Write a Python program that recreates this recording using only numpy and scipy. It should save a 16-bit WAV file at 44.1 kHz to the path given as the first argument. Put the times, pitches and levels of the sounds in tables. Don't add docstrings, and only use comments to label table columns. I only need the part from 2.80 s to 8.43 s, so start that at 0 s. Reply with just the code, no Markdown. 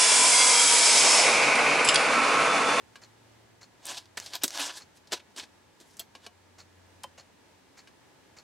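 import sys
import numpy as np
from scipy import signal
from scipy.fft import rfft, irfft, next_fast_len
from scipy.io import wavfile
from scipy.ndimage import uniform_filter1d

SR = 44100
rng = np.random.default_rng(int(sys.argv[2]) if len(sys.argv) > 2 else 0)


def transcribe(u):
    v = np.clip(np.atleast_2d(u).T, -1, 1)
    q = np.round(v * 32767).astype(np.int16)
    wavfile.write(sys.argv[1], SR, q)


N = 248327
T = np.arange(N) / SR
AGE = np.arange(8192) / SR

# pitch_hz, level_db, t60_s
DESK_MODES = [(232, 2, 0.088), (280, 3.5, 0.079), (344, -1.5, 0.086), (573, -2.5, 0.18), (689, 1, 0.094),
              (980, -6, 0.06), (982, 4.5, .1), (1740, 10, 0.034), (3520, -15, 0.12), (3920, -18, 0.15),
              (4660, -5, 0.045), (4680, -9, 0.03), (5280, -5, .06), (5700, -19, 0.078)]


def amp(db):
    return 10 ** (np.asarray(db) / 20)


def unit(x):
    return x / np.sqrt(np.sum(x ** 2))


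def loudest(x, db):
    return x * amp(db) / np.sqrt(uniform_filter1d(x ** 2, size=88).max())


def fade(t60):
    return np.exp(-np.log(1000) * AGE / max(t60, 1e-3))


def add(track, start_s, x):
    i = int(start_s * SR)
    track[i:i + len(x)] += x[:N - i]


def walk(rate_hz):
    hold = int(SR / rate_hz)
    steps = np.repeat(rng.standard_normal(N // hold + 1), hold)
    return uniform_filter1d(steps, hold)[:N] / np.sqrt(2 / 3)


def swell(peak_s, db, rise_s, fall_s, shape):
    away = np.maximum((peak_s - T) / max(rise_s, 1e-3), (T - peak_s) / max(fall_s, 1e-3))
    return amp(db - 20 * np.minimum(away, 10) ** shape)


def colour(x, points):
    size = next_fast_len(len(x) // 2 + 1024, True) * 2
    hz, db = np.transpose(points)
    freqs = np.maximum(np.fft.rfftfreq(size, 1 / SR), 1)
    gain = amp(np.interp(np.log(freqs), np.log(hz), db))
    cepstrum = irfft(np.log(gain))
    cepstrum[1:size // 2] *= 2
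    cepstrum[size // 2 + 1:] = 0
    return irfft(rfft(x, size) * np.exp(rfft(cepstrum)))[:len(x)]


def ringing(modes):
    chance = rng.standard_normal((len(modes), 2))
    return unit(sum(amp(db) * fade(t60) * np.sin(2 * np.pi * (hz * (1 + 0.0052 * detune) * AGE + phase))
                    for (hz, db, t60), (detune, phase) in zip(modes, chance)))


def clatter(t60):
    spectrum = rfft(rng.standard_normal(len(AGE)) * fade(t60))
    contour = np.sqrt(uniform_filter1d(np.abs(spectrum) ** 2, size=120))
    return unit(irfft(spectrum / contour) * fade(10 * t60))


def blows(hits, eq, modes, ring_db, crack_db):
    out = np.zeros(N)
    for start_s, db, t60, treble_db, body_hz, body_db in hits:
        hit = clatter(t60) + amp(ring_db) * ringing(modes)
        hit[0] += amp(crack_db)
        hit = colour(hit, eq)
        hit = colour(hit, [(3500, 0), (9000, treble_db)])
        hit = colour(hit, [(body_hz / 1.87, 0), (body_hz, body_db), (body_hz * 1.6, 0)])
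        add(out, start_s, loudest(hit, db))
    return out


def room_tone(handling, level_db=-61.5, dip_db=-14.0, recover_s=0.07, flicker_db=0.63):
    # freq_hz, gain_db
    noise_eq = [(15, -66), (25, -33), (53, -18), (73, -12), (96, -9.5), (140, -12.5), (289, -10),
                (782, -16.5), (871, -11.5), (1110, -19), (1660, -19.5), (1800, -19), (2170, -21),
                (7910, -30.5), (15500, -43)]
    # freq_hz, side_minus_mid_db
    noise_width = [(60, -9.5), (110, -9), (200, -2), (380, -2), (700, -2.5), (1290, -3), (2380, -3.5),
                   (4400, -1), (8120, 0), (15000, -1)]
    mid, side = (colour(rng.standard_normal(N), noise_eq) for _ in range(2))
    side = colour(side, noise_width)
    step = 1 / (recover_s * SR)
    recent_power = signal.lfilter([step], [1, step - 1], handling ** 2)
    duck = recent_power / (recent_power + amp(-55))
    db = level_db + flicker_db * walk(6.7) + dip_db * duck
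    return np.array([mid + side, mid - side]) / mid.std() * amp(db)


def hum(hz, gain, waver_hz=0.34):
    phase = 2 * np.pi * np.cumsum(hz + waver_hz * walk(4.4)) / SR
    return np.sqrt(2) * np.sin(phase) * gain


def hums(upper_hz=111.3, lower_hz=91, whine_hz=1676, whine_db=-79):
    # peak_s, level_db, rise_s, fall_s
    upper_swells = [(.45, -64, 0.58, .95), (1.48, -69.5, 0.46, 0.67)]
    # peak_s, level_db, rise_s, fall_s
    lower_swells = [(1.37, -66, .3, 0.22), (2.3, -71.5, 0.73, 0.98), (4.05, -61.5, 1, 0.66),
                    (5.4, -75.5, .9, .9)]
    upper = hum(upper_hz, sum(swell(*row, shape=1.7) for row in upper_swells))
    lower = hum(lower_hz, sum(swell(*row, shape=1.7) for row in lower_swells))
    return upper + lower + hum(whine_hz, amp(whine_db), waver_hz=8)


def knob_clicks():
    # start_s, level_db, t60_s, treble_db, body_hz, body_db
    click_hits = [(.1566, -42, 0.077, 10, 1500, 9), (3.3518, -41, 0.091, 7.5, 940, 4),
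                  (3.4642, -39.5, 0.051, 11.5, 705, 10.5), (4.378, -51.5, 0.18, -6, 640, 17),
                  (5.0732, -50.5, 0.098, 11, 1500, 7.5)]
    # freq_hz, gain_db
    click_eq = [(120, -57), (200, 8.5), (1050, 1.5), (1330, 0.5), (1630, -7.5), (2020, 0), (2330, 5),
                (4310, 3.5), (12300, -24), (15000, -40)]
    # pitch_hz, level_db, t60_s
    shell_modes = [(712, -11.5, 0.11), (1100, -1, 0.089), (1632, 9.5, 0.062), (2300, -3.5, 0.074),
                   (2907, 3.5, 0.055), (4450, -3.5, 0.035), (5380, -0.5, 0.028)]
    return blows(click_hits, click_eq, shell_modes, ring_db=-2.5, crack_db=-17)


def clockwork(first_s=.219, period_s=.5945, lock_s=.0165, bounce_s=.011, bounce_db=-7, spread_db=1.4):
    # freq_hz, gain_db
    tick_eq = [(300, -4), (1000, 1), (2200, 1), (3300, -7), (4300, -1.5), (5000, -1.5), (7200, 0.5),
               (8200, -11.5), (14000, -24.5)]
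    # pitch_hz, level_db, t60_s
    tick_modes = [(4150, -6, 0.027), (4190, -2, 0.04), (4440, -4.5, .04), (4380, 3, .025),
                  (4930, -9, 0.033), (6330, -13, .03), (7280, -11, .025)]
    out = np.zeros(N)
    soft_attack = 1 - np.exp(-(AGE / .008) ** 2)
    for tick_s in np.arange(first_s, T[-1], period_s):
        scrape_db, lock_db = np.array([-52, -47]) + spread_db * rng.standard_normal(2)
        scrape = colour(clatter(.13) * soft_attack, tick_eq)
        add(out, tick_s - .007, loudest(scrape, scrape_db))
        for lag_s, db in ((lock_s, lock_db), (lock_s + bounce_s, lock_db + bounce_db)):
            lock = clatter(0.086) + amp(-1) * ringing(tick_modes)
            add(out, tick_s + lag_s, loudest(colour(lock, tick_eq), db))
    return out


def strokes():
    # fastest_s, level_db, rise_s, fall_s, treble_db
    rubbing_strokes = [(1.1, -36.5, .058, .1, 1.5), (1.178, -41, .022, .028, 5), (1.43, -50, .06, .2, 3),
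                       (1.552, -37.5, .04, .036, -1), (1.623, -41.5, .012, .04, -8),
                       (1.81, -31, .11, .11, 2), (1.9, -42, .07, .055, -17), (1.977, -44.5, .048, .03, 8),
                       (2.17, -61, .025, .025, 9), (2.33, -33, .016, .025, 0), (2.368, -46, .025, .035, -4),
                       (2.584, -39.5, .022, .05, 1), (2.636, -44, .022, .024, -8),
                       (3.12, -68, .18, 0.11, 11), (3.453, -52, .05, 0.03, -4)]
    power, treble_power = 0, 0
    for fastest_s, db, rise_s, fall_s, treble_db in rubbing_strokes:
        stroke = swell(fastest_s, db, rise_s, fall_s, shape=1.25) ** 2
        power += stroke
        treble_power += stroke * amp(treble_db) ** 2
    return np.sqrt(power), np.sqrt(treble_power)


def air_pocket(effort, rest_hz=620, fast_hz=1016, halfway_db=-41, width_hz=130):
    lowpass = signal.butter(2, width_hz, fs=SR, output="sos")
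    wobble = signal.sosfilt(lowpass, rng.standard_normal(N) + 1j * rng.standard_normal(N))
    hz = rest_hz + (fast_hz - rest_hz) * effort / (effort + amp(halfway_db))
    band = np.real(wobble * np.exp(2j * np.pi * np.cumsum(hz) / SR))
    return band / band.std()


def sliding(effort, treble, slips_per_s=4500, grain_db=1.5, judder_db=1.14, desk_db=-15, pocket_db=-15):
    # freq_hz, gain_db
    rub_eq = [(70, -47), (170, -25.5), (270, -7), (450, -10), (720, -1), (980, -2), (1280, -7), (1620, 0),
              (2200, -3.5), (3500, 2), (5500, -1.5), (8000, -6), (11000, -14.5), (15500, -28)]
    slipping = rng.random(N) < slips_per_s / SR
    polarity = rng.choice([-1, 1], N)
    strength = np.minimum(rng.exponential(size=N), 3.5)
    slips = slipping * polarity * amp(grain_db * strength + judder_db * walk(180))
    desk = amp(desk_db) * signal.fftconvolve(slips, ringing(DESK_MODES))[:N]
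    rub = colour(slips + desk, rub_eq)
    rub = rub / rub.std() + amp(pocket_db) * air_pocket(effort)
    body = signal.sosfiltfilt(signal.butter(2, 5500, fs=SR, output="sos"), rub)
    return effort * body + treble * (rub - body)


def bending(rub, depth_db=2.0, rate_hz=45.28):
    spectrum = rfft(rub)
    half_octaves = 2 * np.log2(np.clip(np.fft.rfftfreq(N, 1 / SR), 250, 16000) / 250)
    bands = (irfft(spectrum * np.maximum(1 - np.abs(half_octaves - k), 0), N) for k in range(13))
    return sum(band * amp(depth_db * walk(rate_hz)) for band in bands)


def crinkles(effort, count=18, offset_db=-5, spread_db=2, centre_hz=5500, rustle_db=-4.5):
    odds = np.cumsum(np.sqrt(effort))
    moments = np.searchsorted(odds, rng.random(count) * odds[-1])
    cues = []
    for i, (accent, detune) in zip(moments, rng.standard_normal((count, 2))):
        db = 20 * np.log10(effort[i]) + offset_db + spread_db * accent
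        cues.append((T[i], db, centre_hz * 2 ** (.3 * detune), rustle_db))
    return cues


def creases(effort, pop_t60=0.0052, rustle_t60=0.075, crack_db=-2):
    # start_s, level_db, centre_hz, rustle_db
    main_pops = [(1.0551, -31.5, 9000, -1), (1.067, -33.5, 8500, 6), (1.2568, -50.5, 4100, 0),
                 (1.4005, -30, 5240, -10), (1.4619, -36, 4700, 9), (1.5355, -29.5, 4940, 5),
                 (1.555, -27, 4870, -2), (1.6798, -26, 5960, -4), (1.706, -32.5, 5330, -6),
                 (1.776, -27.5, 4300, -5), (2.2733, -50, 4800, 7), (2.3325, -27.5, 4450, 13),
                 (2.564, -42, 5030, -8), (2.598, -32, 3420, 9), (3.169, -47.5, 6900, 7)]
    out = np.zeros(N)
    for start_s, db, hz, rustle_db in main_pops + crinkles(effort):
        pop = clatter(pop_t60) + amp(rustle_db) * clatter(rustle_t60)
        pop[0] += amp(crack_db)
        pop_eq = [(150, -20), (hz / 5, -11), (hz / 2, -9), (hz * 0.91, 0), (hz * 1.06, -1),
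                  (hz * 2.45, -20), (hz * 4, -35)]
        add(out, start_s, loudest(colour(pop, pop_eq), db))
    return out


def desk_knocks(edge_db=-1.5, edge_treble_db=5, edge_body_share=0.84):
    # start_s, level_db, t60_s, treble_db, body_hz, body_db, flat_lag_s
    landings = [(1.372, -31.5, 0.066, -3.5, 2070, 10.5, .0035), (1.635, -23, 0.058, -0.5, 335, 11.5, .0045),
                (2.3205, -27.5, 0.084, -6.5, 427, 8, .008), (2.396, -50.5, 0.069, -14, 2400, 8, .004),
                (2.563, -42, .077, -3, 300, 12.5, .012), (3.001, -50, 0.094, -0.5, 324, 16, .01)]
    # freq_hz, gain_db
    knock_eq = [(60, -33), (160, -9), (270, -6.5), (600, -2.5), (850, -6.5), (1500, -5.5), (2500, -6.5),
                (3500, -0.5), (4700, -1.5), (6000, -3.5), (8000, -4.5), (11000, -14.5), (15500, -23.5)]
    hits = []
    for start_s, db, t60, treble_db, body_hz, body_db, lag_s in landings:
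        edge = (start_s, db + edge_db, t60, treble_db + edge_treble_db, body_hz, body_db * edge_body_share)
        flat = (start_s + lag_s, db, t60, treble_db, body_hz, body_db)
        hits += [edge, flat]
    return blows(hits, knock_eq, DESK_MODES, ring_db=-17, crack_db=-17)


def jingles():
    # start_s, level_db, t60_s, treble_db, body_hz, body_db
    jolts = [(1.551, -39.5, .06, 13, 14100, 36), (1.635, -20, 0.073, 6.5, 4000, 4)]
    # freq_hz, gain_db
    jingle_eq = [(300, -19), (2500, -22), (3800, 0), (9000, 0), (14000, 5), (14700, -3)]
    # pitch_hz, level_db, t60_s
    metal_modes = [(3920, 1.5, 0.084), (3800, -4, 0.026), (4180, 2, 0.037), (5860, 8.5, 0.041),
                   (7830, 11, 0.035), (8020, 8, 0.067), (8150, 0, 0.054), (9240, 3, 0.069),
                   (9270, -6, 0.076), (10630, -9, .07), (12500, -4, .045), (13100, -10, 0.054),
                   (12800, -4, .06), (13200, -8, .06), (14150, -6, 0.082)]
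    return blows(jolts, jingle_eq, metal_modes, ring_db=3, crack_db=-12)


def clink():
    # start_s, level_db, t60_s, treble_db, body_hz, body_db
    contacts = [(3.1945, -31.5, 0.051, 7, 597, -18), (3.199, -34.5, 0.055, -9, 600, 5.5)]
    # freq_hz, gain_db
    clink_eq = [(200, -3), (600, -0.5), (1000, -19), (2100, -14), (3200, 4.5), (6000, 5), (11000, 1),
                (15000, -5)]
    # pitch_hz, level_db, t60_s
    clink_modes = [(687, -5.5, 0.11), (2730, -1, 0.054), (3170, 2, 0.029), (3384, 1, 0.04),
                   (4200, -2, 0.027), (4960, 0, 0.035), (6300, -3, 0.048), (7750, 0.5, 0.054),
                   (9330, -17, 0.051), (10700, 1, 0.046), (11220, 1, 0.029), (12900, -3, 0.054),
                   (14100, 6, 0.042), (14600, 1, 0.051), (15100, 0, 0.045)]
    return blows(contacts, clink_eq, clink_modes, ring_db=4, crack_db=-12)


def spring_snap(start_s=4.2346, level_db=-34.5, ring_db=-6, crack_db=-8, contact_db=-7):
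    # pitch_hz, level_db, t60_s
    spring_modes = [(551, -1, 0.032), (854, -3.5, 0.056), (1020, -1.5, 0.07), (3100, 1, 0.067),
                    (5100, -1, 0.052)]
    # freq_hz, gain_db
    snap_eq = [(70, -24), (220, -1), (430, -19), (560, 5), (720, -0.5), (1000, 4), (1300, -3.5), (1650, -5),
               (2100, -7), (3100, -3), (4200, -6.5), (11000, -12), (15000, -25)]
    snap = clatter(.05) + amp(ring_db) * ringing(spring_modes)
    snap[0] += amp(crack_db)
    freqs = np.fft.rfftfreq(len(AGE), 1 / SR)
    delay_s = .016 / np.sqrt(1 + freqs / 450)
    lag_cycles = np.cumsum(delay_s - delay_s[-1]) * freqs[1]
    snap = irfft(rfft(snap) * np.exp(-2j * np.pi * lag_cycles))
    snap += amp(contact_db) * colour(clatter(0.013), [(1000, -7), (6000, 5.5)])
    out = np.zeros(N)
    add(out, start_s, loudest(colour(snap, snap_eq), level_db))
    return out


def room(x, t60=0.14, wet_db=-16):
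    # freq_hz, side_minus_mid_db
    near_width = [(60, -19), (110, -21), (200, -24), (380, -24), (700, -29), (1290, -45), (2380, -60),
                  (4400, -48), (8120, -26.5), (15000, -9.5)]
    tail = clatter(t60) * np.minimum(AGE / 0.0085, 1)
    mid = x + amp(wet_db) * signal.fftconvolve(x, tail)[:N]
    scatter = unit(clatter(.1) * np.minimum(AGE / .002, 1))
    side = colour(signal.fftconvolve(mid, scatter)[:N], near_width)
    return np.array([mid + side, mid - side])


def scene():
    knob = knob_clicks() + spring_snap()
    impacts = desk_knocks() + jingles() + clink()
    effort, treble = strokes()
    rustle = creases(effort) + bending(sliding(effort, treble))
    handling = knob + impacts + rustle
    return room(handling + clockwork() + hums()) + room_tone(handling)


def record(dry, top_hz=15800):
    return signal.sosfilt(signal.ellip(10, .2, 80, top_hz, fs=SR, output="sos"), dry)


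dry = scene()
out = record(dry)
transcribe(out)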